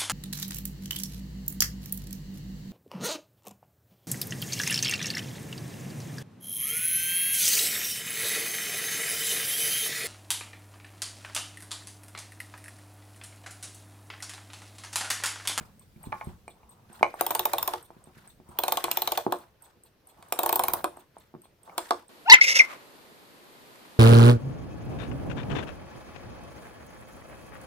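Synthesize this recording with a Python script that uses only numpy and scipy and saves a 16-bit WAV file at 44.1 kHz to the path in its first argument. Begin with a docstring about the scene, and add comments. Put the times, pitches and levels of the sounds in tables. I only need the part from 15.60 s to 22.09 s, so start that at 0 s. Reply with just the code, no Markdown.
"""Soft knocks and skin rubbing on wood come first, over faint ticking; then a hand winds a mantel clock.
Ratchet: each pawl drop rings tip, steel and wooden case as decaying modes driven by a burst of contacts.
Knocks ring case and panel modes; escapement beats ring three mode sets; grip and background are shaped noise.
Two microphone ports hear it close, in a small quiet room of early echoes and a diffuse tail."""
import sys
import numpy as np
from scipy import signal
from scipy.fft import rfft, irfft
from scipy.io import wavfile
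from scipy.ndimage import uniform_filter1d

SR = 44100
rng = np.random.default_rng(int(sys.argv[2]) if len(sys.argv) > 2 else 0)


def log_audio(samples):
    """Write samples as a 16-bit WAV file to the path given in sys.argv[1]."""
    # one column per channel
    frames = np.atleast_2d(samples).T
    # limit to full scale, then quantise
    limited = np.clip(frames, -1, 1)
    pcm = np.round(limited * 32767).astype(np.int16)
    wavfile.write(sys.argv[1], SR, pcm)


N = 286209

# background noise spectrum, rolled off above 15.2 kHz: (frequency [Hz], relative density [dB])
BACKGROUND_SPECTRUM = [(15, -16.5), (50, -4), (100, 0), (220, -6.5), (420, -3), (950, -13.5), (1500, -14),
                       (3600, -20), (5500, -22.5), (8400, -32.5), (11000, -27), (15200, -23),
                       (15800, -47.5), (20000, -59.5)]
BACKGROUND_DB = -66
# diffuse tail decay: (frequency [Hz], t60 [s])
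ROOM_T60 = [(100, 0.36), (400, 0.2), (1000, 0.14), (3000, 0.29), (8000, 0.27), (15000, 0.27)]
# diffuse tail against direct sound: (frequency [Hz], level [dB])
ROOM_LEVEL = [(100, -3), (400, -4), (1000, -10.5), (3000, -11), (8000, -7), (15000, -11)]
# table and near walls: (delay [s], left [dB], right [dB])
ECHOES = [(.0045, -14, -15), (.0078, -17, -16), (0.0129, -13.5, -19.5), (0.0146, -19, -18),
          (0.024, -22, -22.5), (0.035, -24, -21)]
# phase by which the left port leads: (frequency [Hz], phase [rad])
PORT_PHASE = [(300, 0.89), (600, .2), (1200, 1.5), (2500, .8), (5000, 1.37), (9000, 1.6), (13000, 0.93),
              (16000, 0)]
# left minus right port: (frequency [Hz], level [dB])
PORT_LEVEL = [(60, -1.5), (120, -2), (240, -3), (480, -2.5), (950, -0.5), (1890, -2.5), (3770, 0.5),
              (7520, -2.5), (15000, 2)]
# left-right likeness of diffuse sound: (frequency [Hz], correlation [-1..1])
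PORT_LIKENESS = [(40, 0.27), (120, 1), (400, 0.74), (1000, 0.19), (3000, .3), (15000, 0.071)]

# low thudding passed on by the hands: (time [s], level [dB])
THUD_LEVEL = [(0.0, -57.5), (0.34, -58), (0.54, -52.5), (0.98, -63.5), (2.04, -58.5), (2.28, -64),
              (3.22, -60), (3.61, -65), (4.17, -75.5), (4.66, -73.5), (4.92, -57), (5.15, -53.5),
              (5.48, -70), (6.49, -69)]
# strokes of fingers and key, the long ones turns:
# (start [s], length [s], case murmur under the grip [dB], skin scuffing [dB])
STROKES = [(0., .04, -55, -60), (0.432, 0.046, -57, -68.5), (0.545, 0.17, -57, -63),
           (0.955, .3, -65.5, -80), (1.317, 0.38, -58.5, -60.5), (1.599, .55, -46.5, -49.5),
           (2.295, 0.21, -65.5, -72), (2.578, 0.071, -63, -61.5), (2.903, 0.074, -54.5, -65.5),
           (3.035, 0.57, -50, -48.5), (3.666, .14, -51, -60.5), (4.03, .06, -65, -68.5),
           (4.475, .08, -65, -72), (4.58, .12, -59, -65), (4.78, 0.41, -43, -51.5), (5.25, .15, -59, -67),
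           (5.569, 0.069, -68.5, -68.5), (6.074, 0.12, -53, -67.5), (6.19, .1, -54, -54),
           (6.32, .06, -52, -59)]
# thud, murmur and scuff spectra: (frequency [Hz], relative density [dB])
THUD_SPECTRUM = [(30, -13.5), (55, -2.5), (110, -2), (220, -7), (400, -35.5)]
MURMUR_SPECTRUM = [(200, -22), (370, -5.5), (500, -3.5), (950, 4.5), (1300, -4.5), (2000, -29)]
SCUFF_SPECTRUM = [(900, -27.5), (1400, 1.5), (2400, -9), (3600, -10.5), (6000, -16), (15000, -17.5),
                  (16000, -50)]
PRESS_DB_PER_S, LET_GO_DB_PER_S = 348.5, 198  # swell and decay of a stroke
FLICKER_DB = 3  # scuff level over time, and patchiness of all three noises

# three contacts of a beat: (delay [s], burst width [s], relative pitch smear [1],
# modes (frequency [Hz], level [dB], t60 before damping [s]))
BEAT_CONTACTS = [(0., 0.0019, 0.004, [(8450, 3, 0.032), (11670, -2, 0.011)]),
                 (0.015, 0.006, 0.086, [(11800, 3.5, 0.0089), (7980, -7.5, 0.0095), (15800, 0, 0.011),
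                 (987, 3.5, 0.036)]), (0.02, 0.024, .04, [(2666, -7, 0.0096), (3610, -0.5, 0.013),
                 (4250, -5.5, 0.014), (6550, -10, 0.009), (8400, -2, .015), (11730, -6, .01),
                 (14810, -5, .01)])]
SWING_S, TICK_S, TOCK_S = 0.449, 0.194, 0.4295  # full balance swing; first tick, first tock
TICK_DB, TOCK_DB = -48.5, -46  # at time zero
TICK_DROP_DB, TOCK_DROP_DB = -14, -10  # final contact within the beat
BEAT_FADE_DB_PER_S, BEAT_VARY_DB = -0.5, 1

# fingers and key on the case: (time [s], level [dB], favoured pitch [Hz],
# hard edge [dB], t60 factor [1])
KNOCKS = [(0.009, -36, 103, -56, 0.24), (0.36, -42, 81.5, -64, 1.1), (0.437, -40.5, 1500, -57, 2.5),
          (0.469, -29.5, 103, -59, 0.24), (0.521, -28, 600, -39, 0.65), (0.524, -20, 1500, -40, 2.5),
          (0.61, -26, 1500, -38, 2.5), (0.67, -27, 101, -62, 0.78), (0.878, -31, 600, -44, .8),
          (1.03, -47, 700, -65, 2.4), (1.298, -44, 260, -68, 1.1), (1.409, -26.5, 340, -65, 0.92),
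          (1.428, -2, 935, -14.5, 1.2), (1.539, -25.5, 870, -55, 1.5), (2.303, -35.5, 530, -71.5, 0.57),
          (2.365, -44, 152.8, -75.5, 0.38), (2.471, -41.5, 277, -77.5, 0.66), (2.568, -45, 150, -64, 0.4),
          (2.669, -47, 680, -69, 0.73), (2.799, -41.5, 276, -72, 0.6), (2.889, -42, 120, -70, 0.85),
          (3.281, -19.5, 880, -54.5, 0.89), (3.664, -12, 400, -66.5, 1), (4.17, -52.5, 200, -80, 0.48),
          (4.59, -51, 110, -80, .5), (5.204, -31, 860, -60, 0.37), (5.371, -32.5, 613, -78, 1.06),
          (5.566, -33.5, 620, -77, 0.84), (5.739, -35, 330, -77.5, 0.7), (5.749, -33, 347, -70, 0.8),
          (5.854, -44.5, 810, -66, 0.66), (6.075, -38, 950, -70, 2), (6.094, -38, 900, -53.5, 1.4)]
# wooden case modes: (frequency [Hz], level [dB], t60 before damping [s])
CASE_MODES = [(103, -16, 0.052), (159, -13.5, 0.081), (229, -5.5, 0.069), (287, -25.5, 0.3),
              (358.3, 0, 0.073), (383, -10.5, 0.037), (455, -10, 0.084), (489, -16, 0.22),
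              (586.4, -11, 0.21), (672.2, -10.5, 0.15), (725, 3.5, 0.036), (801, 1, 0.049),
              (831.5, 3.5, 0.03), (882, 8, 0.033), (973, 6, 0.029), (1068.6, 0.5, 0.073), (1165, 4, 0.022),
              (1410, -9.5, 0.023), (1470, -17.5, 0.16), (1685, -5, 0.02)]
# hard-knock panel modes: (frequency [Hz], level [dB], t60 before damping [s])
PANEL_MODES = [(1780, -5.5, 0.013), (2080, 0.5, 0.012), (2333, 5.5, 0.029), (2960, -17, 0.08),
               (4100, -9.5, 0.013), (5960, -20.5, 0.029), (8540, -22.5, 0.029), (12000, -22, 0.013)]

# pawl drops: (time [s], case ring [dB], steel body [dB], bright ping [dB], favoured case pitch [Hz])
CLICKS = [(1.609, -14, -25, -22, 860), (1.664, -23, -27.5, -26.5, 890), (1.706, -18.5, -29.5, -26.5, 880),
          (1.749, -22, -24.5, -25.5, 824), (1.793, -22, -24, -25, 830), (1.853, -18.5, -27, -19, 900),
          (1.933, -18.5, -26.5, -26, 805), (1.982, -26, -26, -27.5, 894), (2.027, -26, -31, -24, 1170),
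          (2.076, -19.5, -27, -26.5, 902), (2.135, -20, -33, -43, 792), (2.987, -24, -27, -21, 829),
          (3.035, -20.5, -24.5, -29, 830), (3.08, -19, -25, -30, 900), (3.121, -20.5, -23.5, -22, 890),
          (3.171, -20.5, -24.5, -31.5, 820), (3.24, -20.5, -23.5, -29.5, 840),
          (3.313, -23.5, -23.5, -23.5, 799), (3.371, -22.5, -25.5, -21.5, 662),
          (3.419, -23, -26, -24.5, 790), (3.474, -22, -24, -25.5, 668), (3.519, -22, -27, -26, 710),
          (3.574, -19.5, -25, -26.5, 726), (3.722, -15.5, -31, -36, 705), (4.625, -43, -50, -65, 900),
          (4.723, -16, -24, -26.5, 705), (4.789, -18, -24, -24.5, 977), (4.832, -19.5, -29, -26.5, 900),
          (4.86, -18, -27, -26, 902), (4.891, -19, -26, -26, 890), (4.926, -17.5, -26.5, -22, 910),
          (4.957, -20.5, -28, -20.5, 880), (4.993, -15, -24.5, -27.5, 800), (5.036, -20.5, -24, -28.5, 890),
          (5.082, -20.5, -29.5, -22.5, 780), (5.135, -21, -27, -21.5, 870), (5.242, -13, -29, -39, 800),
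          (6.179, -18.5, -25, -35, 920), (6.307, -11, -27.5, -47, 850)]
# pawl, wheel and plate modes: (frequency [Hz], level [dB], t60 before damping [s])
STEEL_MODES = [(2065, -10, 0.081), (2416, 1, 0.036), (2640, -11.5, 0.081), (2964, -9.5, 0.063),
               (3313, 3, 0.023), (3646, 5.5, 0.02), (4227, -0.5, 0.036), (5206, 0.5, 0.023),
               (6060, -2.5, 0.038), (7010, -4, 0.033), (8020, 1.5, 0.022), (8600, -1, 0.032),
               (9910, 6, 0.018), (11400, -2.5, 0.027), (12100, -3.5, 0.02)]
# pawl tip modes: (frequency [Hz], level [dB], t60 before damping [s])
PING_MODES = [(13840, 1, 0.0047), (14340, -1, 0.023), (15300, -16.5, 0.012), (14290, -10, 0.015),
              (16740, -65.5, .01)]
# steel let through by the hand on each turn: (from [s], favoured pitch [Hz], lift [dB])
GRIPS = [(1.5, 9000, 2), (2.9, 3550, 7), (4.6, 9000, 6), (6.1, 4600, 6)]
GRIP_OCTAVES = 0.25
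CLATTER_S = 0.002  # pawl chatter on the tooth, Gaussian width
VARY_DB, STEEL_VARY_DB = 3, 4  # mode-to-mode spread of each blow
EDGE_HZ = 16600


def amp(db):
    """Decibels to gain."""
    return 10 ** (np.asarray(db) / 20)


def read(points, hz):
    """Interpolates a table on a log-frequency axis."""
    point_hz, value = np.transpose(points)
    return np.interp(np.log(hz + 1), np.log(point_hz + 1), value)


def add(mix, time_s, sound):
    """Mixes a two-port sound in at a time, cutting it at the end."""
    part = mix[:, round(time_s * SR):][:, :sound.shape[1]]
    part += sound[:, :part.shape[1]]


def octaves_from(modes, hz):
    """Distance of each mode from a pitch, as a column in octaves."""
    return np.log2(np.array(modes)[:, :1] / hz)


def alike(first, second, hz):
    """Blends two independent spectra into a port pair with the tabled likeness."""
    same = np.clip(read(PORT_LIKENESS, hz), -1, 1)[:, None]
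    return np.array([first, same * first + np.sqrt(1 - same ** 2) * second])


def clatter(width_s, rise_s):
    """Burst of tiny contacts, whitened repeatedly so that it excites all pitches nearly evenly."""
    t = np.arange(2048) / SR
    envelope = np.exp(-(t / max(width_s, 1e-4)) ** 2) * (1 - np.exp(-t / max(rise_s, 2e-5)))
    burst = rng.standard_normal(2048) * envelope
    for _ in range(4):
        spectrum = rfft(burst)
        burst = irfft(spectrum / (abs(spectrum) + 1e-9))
        burst *= envelope / (envelope + 0.09)
    return burst


def strike(modes, width_s, rise_s, smear, vary_db, colour_db=0., damp=0.68, span_s=0.003,
           count=3, together=False):
    """A contact burst rings a random cluster at each mode; rms 1 in the loudest span."""
    hz, db, t60_s = np.repeat(np.transpose(modes), count, 1)[:, :, None]
    t = np.arange(5000) / SR
    level_chance, pitch_chance, port_chance = rng.standard_normal((3, len(hz), 1))
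    colour_db = np.repeat(colour_db + np.zeros((len(modes), 1)), count, 0)
    db = db + colour_db + vary_db * level_chance
    # a knock starts all case modes one way; other strikes alternate
    sign = 1 if together else (-1) ** np.arange(len(hz))[:, None]
    size = sign * amp(db - 60 * t / (t60_s * max(damp, 0.1)))
    phase = 2 * np.pi * hz * (1 + smear * pitch_chance) * t
    apart = 0.13 * np.log2(hz / 600).clip(0) * port_chance  # high modes reach the ports unalike
    left = (size * np.sin(phase + apart)).sum(0)
    right = (size * np.sin(phase - apart)).sum(0)
    sound = signal.fftconvolve([left, right], clatter(width_s, rise_s)[None], axes=1)
    power = uniform_filter1d((sound ** 2).mean(0), int(span_s * SR), mode="constant")
    return sound / np.sqrt(power.max())


def noise(spectrum, level_db, patchy_db, size):
    """Two-port noise from random short-time spectra with drifting patches."""
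    frames, hz = 4 * N // size + 6, np.fft.rfftfreq(size, 1 / SR)
    a, b, c, d, patch = rng.standard_normal((frames, len(hz), 5)).T
    patch = uniform_filter1d(patch, size=8, axis=0)
    patch = uniform_filter1d(patch, size=6, axis=1)
    shape_db = read(spectrum, hz)[:, None] + patchy_db * patch / patch.std()
    pair = alike(a + 1j * b, c + 1j * d, hz) * amp(shape_db)
    x = signal.istft(pair, nperseg=size, noverlap=3 * size // 4)[1][:, :N]
    return x / x.std() * amp(level_db)


def background():
    """Steady background noise."""
    return noise(BACKGROUND_SPECTRUM, BACKGROUND_DB, 1.3, size=1024)


def room(x):
    """Diffuse tail: sparse taps of random sign, each band dying at its own speed."""
    taps = np.zeros((2, 22000))
    at = np.arange(160, 21980, 20) + rng.integers(0, 20, (2, 1091))
    np.put_along_axis(taps, at, rng.choice([-1., 1.], at.shape), 1)
    hz, t, z = signal.stft(taps, SR, nperseg=256)
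    fall = amp(-60 * t / read(ROOM_T60, hz)[:, None])
    band_gain = amp(read(ROOM_LEVEL, hz)) / np.linalg.norm(fall, axis=1)
    z = alike(z[0], z[1], hz) * fall * band_gain[:, None]
    tail = signal.istft(z, SR, nperseg=256)[1]
    tail = tail * (np.arange(z.shape[2] * 128 - 128) > 160) / np.sqrt(128 / 20)
    return signal.fftconvolve(x[None], tail, axes=1)[:, :N]


def rotating_tails(x):
    """Three diffuse tails fade into one another at a steady 3.1 Hz, so no tail tone stands still."""
    turn = 2 * np.pi * 3.1 * np.arange(N) / SR
    return sum(room(x * np.sqrt(2 / 3) * np.cos(turn + k * np.pi / 3)) for k in range(3))


def echoes(x):
    """A few single reflections, duller than the direct sound."""
    out = np.zeros((2, N))
    dull = signal.sosfilt(signal.butter(1, 5000, fs=SR, output="sos"), x)
    for delay_s, *port_db in ECHOES:
        add(out, delay_s, dull * amp(port_db)[:, None])
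    return out


def ports(x):
    """The two ports hear the near sound with different phase and level, half the offset each."""
    hz = np.fft.rfftfreq(N, 1 / SR)
    half = amp(read(PORT_LEVEL, hz) / 2) * np.exp(0.5j * read(PORT_PHASE, hz))
    return irfft(rfft(x) * np.array([half, 1 / half]), N)


def hands():
    """Low thuds, plus wood murmur and uneven skin scuffing that swell with each stroke."""
    t = np.arange(N) / SR
    start_s, length_s, murmur_db, scuff_db = np.transpose(STROKES)[:, :, None]
    press_db = -PRESS_DB_PER_S * (start_s - t).clip(0)
    let_go_db = -LET_GO_DB_PER_S * (t - start_s - length_s).clip(0)
    murmur_db = (murmur_db + press_db + let_go_db).max(0)
    scuff_db = (scuff_db + press_db + let_go_db).max(0)
    flicker = uniform_filter1d(uniform_filter1d(rng.standard_normal(N), size=300), size=300)
    scuff_db = scuff_db + FLICKER_DB * flicker / flicker.std()
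    thud = noise(THUD_SPECTRUM, np.interp(t, *np.transpose(THUD_LEVEL)), FLICKER_DB, size=2048)
    murmur = noise(MURMUR_SPECTRUM, murmur_db, FLICKER_DB, size=512)
    scuff = noise(SCUFF_SPECTRUM, scuff_db, FLICKER_DB, size=256)
    return thud + murmur + scuff


def escapement():
    """Unlocking, impulse and drop follow within hundredths of a second, twice in each swing."""
    out = np.zeros((2, N))
    chance = rng.standard_normal((15, 2))
    beats = ((TICK_S, TICK_DB, TICK_DROP_DB), (TOCK_S, TOCK_DB, TOCK_DROP_DB))
    for swing in range(15):
        for (first_s, db, drop_db), vary in zip(beats, chance[swing]):
            time_s = first_s + swing * SWING_S
            beat_db = db + BEAT_FADE_DB_PER_S * time_s + BEAT_VARY_DB * vary
            for contact, part_db in zip(BEAT_CONTACTS, (-2.5, -11., drop_db)):
                delay_s, width_s, smear, modes = contact
                ring = strike(modes, width_s, 0.0033, smear, VARY_DB, span_s=0.0046, count=6)
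                add(out, time_s + delay_s, amp(beat_db + part_db) * ring)
    return out


def knocks():
    """Blows favour case modes near their pitch, hard ones add an edge; a loose key chatters longer."""
    out = np.zeros((2, N))
    for time_s, db, hz, edge_db, ring in KNOCKS:
        octaves = octaves_from(CASE_MODES, hz)
        colour_db = -10. * octaves.clip(0) + 6.6 * octaves.clip(None, 0)
        blow = strike(CASE_MODES, 0.0006 * max(ring, 1) ** 2, 0.00049, 0.02, VARY_DB, colour_db,
                      damp=ring, count=2, together=True)
        # the blow keeps only a band around its favoured pitch
        band = signal.butter(2, [hz / 2.2, hz * 2.95], "band", fs=SR, output="sos")
        blow = signal.sosfilt(band, blow)
        edge = strike(PANEL_MODES, 0.00045, 0.00022, 0.035, VARY_DB, span_s=0.0018, count=7)
        add(out, time_s + 0.0011, amp(db) * blow / abs(blow).max())
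        add(out, time_s + 0.00088, amp(edge_db) * edge)
    return out


def ratchet():
    """Each drop of the pawl pings its tip, clatters the steel, then the case takes it up."""
    out = np.zeros((2, N))
    for time_s, case_db, steel_db, ping_db, hz in CLICKS:
        _, grip_hz, lift_db = [grip for grip in GRIPS if grip[0] < time_s][-1]
        grip_db = lift_db * np.exp(-(octaves_from(STEEL_MODES, grip_hz) / GRIP_OCTAVES) ** 2)
        case_colour_db = -6. * abs(octaves_from(CASE_MODES, hz))
        ping = strike(PING_MODES, 0.0039, 0.00022, 0.0077, VARY_DB, span_s=0.0069)
        steel = strike(STEEL_MODES, 0.002, 0.00033, 0.05, STEEL_VARY_DB, grip_db,
                       damp=0.45, span_s=0.0035, count=6)
        case = strike(CASE_MODES, CLATTER_S, 0.00033, 0.0092, VARY_DB, case_colour_db,
                      span_s=0.00051, count=1)
        add(out, time_s, amp(ping_db) * ping)
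        add(out, time_s, amp(steel_db) * steel)
        add(out, time_s + 0.00046, amp(case_db) * case)
    return out


def scene():
    """The clock near the microphone, the room behind it."""
    # high-pass keeps ratchet and ticks thin; knocks keep their bass
    bass_cut = signal.butter(4, 330, "high", fs=SR, output="sos")
    clock = signal.sosfilt(bass_cut, ratchet() + escapement()) + knocks()
    near = ports(clock + echoes(clock))
    return near + rotating_tails(clock.mean(0)) + hands() + background()


def record(dry):
    """Band limit of the recorder: linear-phase low-pass."""
    lowpass = signal.firwin(511, EDGE_HZ, window=("kaiser", 9), fs=SR)
    return signal.oaconvolve(dry, lowpass[None], "same")


dry = scene()
out = record(dry)
log_audio(out)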